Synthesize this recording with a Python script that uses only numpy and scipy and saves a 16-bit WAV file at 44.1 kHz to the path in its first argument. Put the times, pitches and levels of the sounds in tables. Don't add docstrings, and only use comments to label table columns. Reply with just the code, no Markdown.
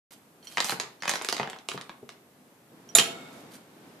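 import sys
import numpy as np
from scipy import signal
from scipy.fft import rfft, irfft
from scipy.io import wavfile

SR = 44100
rng = np.random.default_rng(int(sys.argv[2]) if len(sys.argv) > 2 else 0)


def to_wav(sig):
    pcm = np.clip(np.atleast_2d(sig), -1, 1) * 32767
    pcm = np.round(pcm).astype(np.int16)
    wavfile.write(sys.argv[1], SR, pcm.T)


N = 176400
TIME = np.arange(N) / SR

# f/Hz, level/dB
ROOM_TONE = [(30, -35.5), (80, -16), (130, -6.5), (250, -2.5), (1400, -15.5), (5000, -25), (14000, -22.5)]
# t/s, level/dB
SHUFFLE_LEVEL = [(0, -66), (2.65, -64.5), (2.74, -58), (2.93, -53.5), (3.08, -46), (3.55, -51),
                 (3.66, -57.5), (3.85, -52.5), (4, -53)]
# f/Hz, level/dB
SHUFFLE_COLOUR = [(50, -34), (130, -9), (240, -1.5), (420, -8.5), (1500, -17.5), (5000, -27),
                  (14000, -35.5)]
# f/Hz, t60/s
ROOM_T60 = [(100, 0.37), (300, 0.53), (1000, 0.43), (4000, 0.34), (8000, 0.27)]
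# f/Hz, left-right correlation
STEREO_LIKENESS = [(30, 0.21), (130, 1), (500, 0.85), (1100, 0.29), (2000, 0.031)]
# f/Hz, right minus left/dB
RIGHT_LEAN = [(700, -1.4), (2000, 0), (4000, 3.5), (7500, 5.5)]
# f/Hz, level/dB, t60/s
WIRE_MODES = [(371, -50, 1.5), (678, -36, 1.2), (791, -42, .9), (1320, -39.5, 1.2), (1430, -42, 1.1),
              (2200, -40.5, 1.2), (3650, -42, 1.1), (7600, -44.5, .8)]
# f/Hz, level/dB
WIRE_BUZZ = [(200, -24.5), (700, -1.5), (3500, -1.5), (7000, -14.5), (14000, -22)]
# t/s, ring level/dB, crack level/dB, most excited f/Hz
BAR_HITS = [(2.9505, 7.5, -6.5, 7240), (2.957, -12.5, -8, 9000), (2.970, -21, -8, 6000)]
# f/Hz, level/dB, t60/s
BAR_MODES = [(3693, -8.5, 0.03), (4043, -21, 0.17), (7045, -2.5, 0.013), (10655, -8.5, 0.04)]
# t/s, crack level/dB, then low, middle and high mode level/dB
DISH_HITS = [(.428, -65, -57, -55, -62), (.471, -50, -41, -41.5, -45.5), (.548, -56, -56, -50, -59),
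             (1.005, -59, -62, -55, -57), (2.890, -58, -55, -70, -44), (2.9848, -2.5, -31, -28, -27),
             (2.996, -7.5, -27.5, -40, -36)]
# f/Hz, t60/s
DISH_MODES = [(3150, .11), (4323, .09), (5765, .07)]
# f/Hz, gain/dB
BAR_CRACK = [(60, -14), (200, 3), (1100, 13.5), (2000, 10), (7000, 12.5), (13000, 11.5)]
DISH_CRACK = [(90, -13), (200, 13), (1600, 10.5), (2600, 18.5), (4000, 15.5), (9000, 9.5), (13000, 0)]
# t/s, peak level/dB
TRAY_BUMPS = [(0.722, -26), (0.744, -49), (1.398, -26.5), (1.742, -29), (2.026, -36), (2.716, -43),
              (2.956, -31.5), (2.984, -28)]
# f/Hz, level/dB, t60/s
TRAY_MODES = [(142, -1, .13), (188, -2, .09), (240, 0, .07), (412, 3, .06), (450, -3, .05), (630, -3, .04),
              (790, -1, .04)]
# f/Hz, gain/dB
TRAY_COLOUR = [(85, -23.5), (160, -7), (420, -1), (540, -3.5), (750, 1.5), (2200, 0), (14000, -2.5)]
# t/s, length/s, level/dB
HISS_AND_SCUFFS = [(0.079, 0.072, -54.5), (0.408, 0.32, -54.5), (0.63, 0.12, -41), (1.062, 0.12, -45),
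                   (1.673, 0.1, -55.5), (3.098, 0.028, -57), (3.305, .13, -62.5), (3.505, 0.07, -54.5)]
# f/Hz, level/dB
GRAIN_COLOUR = [(100, -17.5), (700, 2), (2000, 1.5), (8000, 0), (11500, -0.5), (14000, -3)]
# t/s, relative level/dB, treble corner f/Hz (hardness), stick f/Hz
LANDINGS = [(0.5717, -9.5, 3800, 2050), (0.581, -9.5, 2430, 1990), (0.6032, -6.5, 6250, 4460),
            (0.6445, -12.5, 9100, 4760), (0.6863, -19.5, 7000, 4070), (0.6949, -11, 6640, 4200),
            (0.706, -16, 7000, 2500), (.721, -15, 2400, 1710), (0.799, -11.5, 5270, 2300),
            (.811, -22, 6400, 3630), (.8395, -32.5, 3000, 2000), (1.0225, -19.5, 3980, 2100),
            (1.034, -19, 3530, 2080), (1.055, -16.5, 2960, 1820), (1.077, -14.5, 5150, 2110),
            (1.079, -11, 4100, 2000), (1.0938, -7, 8200, 7100), (1.113, -14, 5800, 2200),
            (1.1367, -13, 2840, 1800), (1.156, -14, 6650, 1900), (1.213, -19, 3000, 1750),
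            (1.221, -22, 8800, 3960), (1.2471, -15.5, 9600, 2280), (1.2871, -9.5, 6230, 2100),
            (1.297, -18.5, 7940, 2720), (1.326, -9, 6840, 4720), (1.366, -19.5, 4930, 2320),
            (1.38, -22.5, 4930, 2560), (1.397, -9.5, 2270, 745), (1.402, -21, 1780, 960),
            (1.4304, -17, 2170, 1100), (1.474, -20.5, 2120, 850), (1.4988, -23.5, 7100, 2780),
            (1.531, -24.5, 2420, 1180), (1.562, -30, 2760, 1300), (1.587, -33, 3980, 2000),
            (1.687, -13.5, 6840, 2830), (1.7154, -18.5, 3480, 1080), (1.776, -22, 3040, 1210),
            (1.812, -25, 5830, 1330), (1.894, -23, 2000, 1160), (2.091, -26.5, 5160, 4730)]


def amp(db):
    return 10 ** (np.asarray(db) / 20)


def unit(x):
    return x / np.sqrt(np.mean(x ** 2) + 1e-20)


def decay(t, t60):
    return np.exp(-np.log(1000) * t / t60)


def read(points, hz):
    f, value = np.transpose(points)
    return np.interp(np.log(hz + 1), np.log(f + 1), value)


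def add(mix, start_s, sound):
    part = mix[max(round(start_s * SR), 0):][:len(sound)]
    part += sound[:len(part)]


def colour(x, points, size=4096):
    log_gain = np.log(amp(read(points, abs(np.fft.fftfreq(size, 1 / SR)))))
    taps = np.fft.ifft(np.exp(np.conj(signal.hilbert(log_gain)))).real[:size // 2]
    return np.apply_along_axis(lambda v: signal.oaconvolve(v, taps)[:len(v)], -1, x)


def diffuse(size):
    left, other = rfft(rng.standard_normal((2, size)))
    same = read(STEREO_LIKENESS, np.fft.rfftfreq(size, 1 / SR))
    return irfft([left, same * left + np.sqrt(1 - same ** 2) * other], size)


def ring(modes, detune=0):
    t = TIME[:N // 2]
    return sum(amp(db) * decay(t, t60) * np.sin(2 * np.pi * hz * (1 + detune * rng.uniform(-1, 1)) * t)
               for hz, db, t60 in modes)


def blow(corner_hz, chatter, chatter_s, size=2048):
    burst = rng.standard_normal(size) * np.exp(-TIME[:size] / chatter_s)
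    burst *= chatter / np.linalg.norm(burst)
    burst[0] += 1
    pulse = signal.lfilter(*signal.butter(2, corner_hz, fs=SR), burst)
    return pulse / np.linalg.norm(pulse)


def background(tone_db=-58.5):
    swell = amp(np.interp(TIME, *np.transpose(SHUFFLE_LEVEL)))
    shuffle = swell * unit(colour(diffuse(N), SHUFFLE_COLOUR))
    return amp(tone_db) * unit(colour(diffuse(N), ROOM_TONE)) + shuffle


def room(x, tail_db=-5, early_db=-4, early_s=0.011, path_sets=3):
    out, t = np.zeros((2, N)), TIME[:SR]
    for k in range(path_sets):
        hz, when, spectrum = signal.stft(diffuse(SR), SR, nperseg=256)
        spectrum *= decay(when, read(ROOM_T60, hz)[:, None])
        tail = signal.istft(spectrum, SR, nperseg=256)[1][:, :SR]
        tail *= np.clip(t / 0.0056, 0, 1) ** 2
        early = diffuse(SR) * np.exp(-t / early_s) * (t > .0006)
        paths = (amp(tail_db) * unit(tail) + amp(early_db) * unit(early)) / np.sqrt(SR)
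        share = np.sqrt(2 / path_sets) * np.cos(np.pi * (5 * TIME + k / path_sets))
        out += signal.fftconvolve((x * share)[None], paths, axes=1)[:, :N]
    return out


def wires(count=4, buzz_db=-47.5):
    out, t = np.zeros((2, N)), TIME[:N // 2]
    buzz = amp(buzz_db) * unit(colour(diffuse(len(t)), WIRE_BUZZ)) * decay(t, t60=1.8)
    shared = ring(WIRE_MODES)
    for side, side_buzz in zip(out, buzz):
        unlike = sum(ring(WIRE_MODES, detune=.022) for _ in range(count))
        add(side, BAR_HITS[0][0], side_buzz + (shared + unlike) / np.sqrt(count + 1))
    return out


def bars(focus_db_per_octave=12, rise_s=0.001):
    rings, cracks = np.zeros((2, N))
    for s, ring_db, crack_db, focus_hz in BAR_HITS:
        body = ring([(hz, db - focus_db_per_octave * abs(np.log2(hz / focus_hz)), t60)
                     for hz, db, t60 in BAR_MODES])
        attack = 1 - np.exp(-TIME[:len(body)] / rise_s)
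        add(rings, s, amp(ring_db) * body * attack)
        add(cracks, s, amp(crack_db) * blow(corner_hz=19000, chatter=6.4, chatter_s=0.011))
    return rings + colour(cracks, BAR_CRACK)


def dish(twin_ratio=1.022, twin_db=-7):
    rings, cracks = np.zeros((2, N))
    for s, crack_db, *mode_levels in DISH_HITS:
        for (hz, t60), db in zip(DISH_MODES, mode_levels):
            add(rings, s, ring([(hz, db, t60), (hz * twin_ratio, db + twin_db, t60)]))
        add(cracks, s, amp(crack_db) * blow(corner_hz=12000, chatter=5, chatter_s=0.00524))
    return rings + colour(cracks, DISH_CRACK)


def tray_bumps(firm_db=-27, knee_hz=422, low_cut_hz=147, rise_s=0.00588):
    out = np.zeros(N)
    for s, db in TRAY_BUMPS:
        tilt = 0.5 * min(db - firm_db, 0)
        body = ring([(hz, level + tilt * max(np.log2(hz / knee_hz), 0), t60)
                     for hz, level, t60 in TRAY_MODES])
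        body *= np.minimum(TIME[:len(body)] / rise_s, 1)
        thud = signal.lfilter(*signal.butter(2, low_cut_hz, "high", fs=SR), body)
        add(out, s, amp(db) * thud / abs(thud).max())
    return out


def hiss_and_scuffs(grains_per_s=2000, spread_db=-4.5, grain_s=0.00098):
    strengths = rng.standard_normal(N) * amp(spread_db * np.minimum(rng.exponential(1, N), 4))
    clicks = strengths * (rng.random(N) < grains_per_s / SR)
    envelope = signal.lfilter([1], [1, -np.exp(-1 / (grain_s * SR))], abs(clicks))
    grains = colour(rng.standard_normal(N) * envelope, GRAIN_COLOUR)
    out = np.zeros(N)
    for s, length, db in HISS_AND_SCUFFS:
        part = grains[round(s * SR):][:round(length * SR)]
        add(out, s, amp(db) * unit(part * signal.windows.tukey(len(part), .5)))
    return out


def sticks(gain_db=9.5, rebound_db=-12, flight_s=(.005, .022), overtone=2.76, q=6.7):
    out, hz = np.zeros(N), np.fft.rfftfreq(2048, 1 / SR) + 1
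    lag_s = .0013
    dispersion = np.exp(-2j * np.pi * lag_s * 2 * np.sqrt(1000 * hz))
    for s, db, corner_hz, pitch_hz in LANDINGS:
        for bounce in range(3):
            body = 1 + sum(0.44 / (1 + 1j * q * (hz / f - f / hz))
                           for f in (pitch_hz, pitch_hz * overtone))
            contact = blow(corner_hz, chatter=0.95, chatter_s=0.0015)
            tap = irfft(rfft(contact) * body * dispersion)
            add(out, s, amp(db + gain_db + rebound_db * np.sqrt(bounce)) * tap / np.linalg.norm(tap))
            s += rng.uniform(*flight_s)
            pitch_hz *= np.exp(rng.normal(scale=.25))
    return colour(out, TRAY_COLOUR)


def scene(clank_send_db=-0.5):
    patter = sticks() + hiss_and_scuffs() + tray_bumps()
    clank = dish() + bars()
    left, right = patter + clank + room(patter + amp(clank_send_db) * clank) + wires()
    left = colour(left, [(hz, -db / 2) for hz, db in RIGHT_LEAN])
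    right = colour(right, [(hz, db / 2) for hz, db in RIGHT_LEAN])
    return np.array([left, np.roll(right, 1)]) + background()


def record(dry, start_s=.107, top_hz=14100):
    clipped = np.clip(dry * (TIME > start_s), -1, 1)
    lowpass = signal.firwin(401, top_hz, window=("kaiser", 8), fs=SR)
    return signal.oaconvolve(clipped, lowpass[None], "same")


dry = scene()
out = record(dry)
to_wav(out)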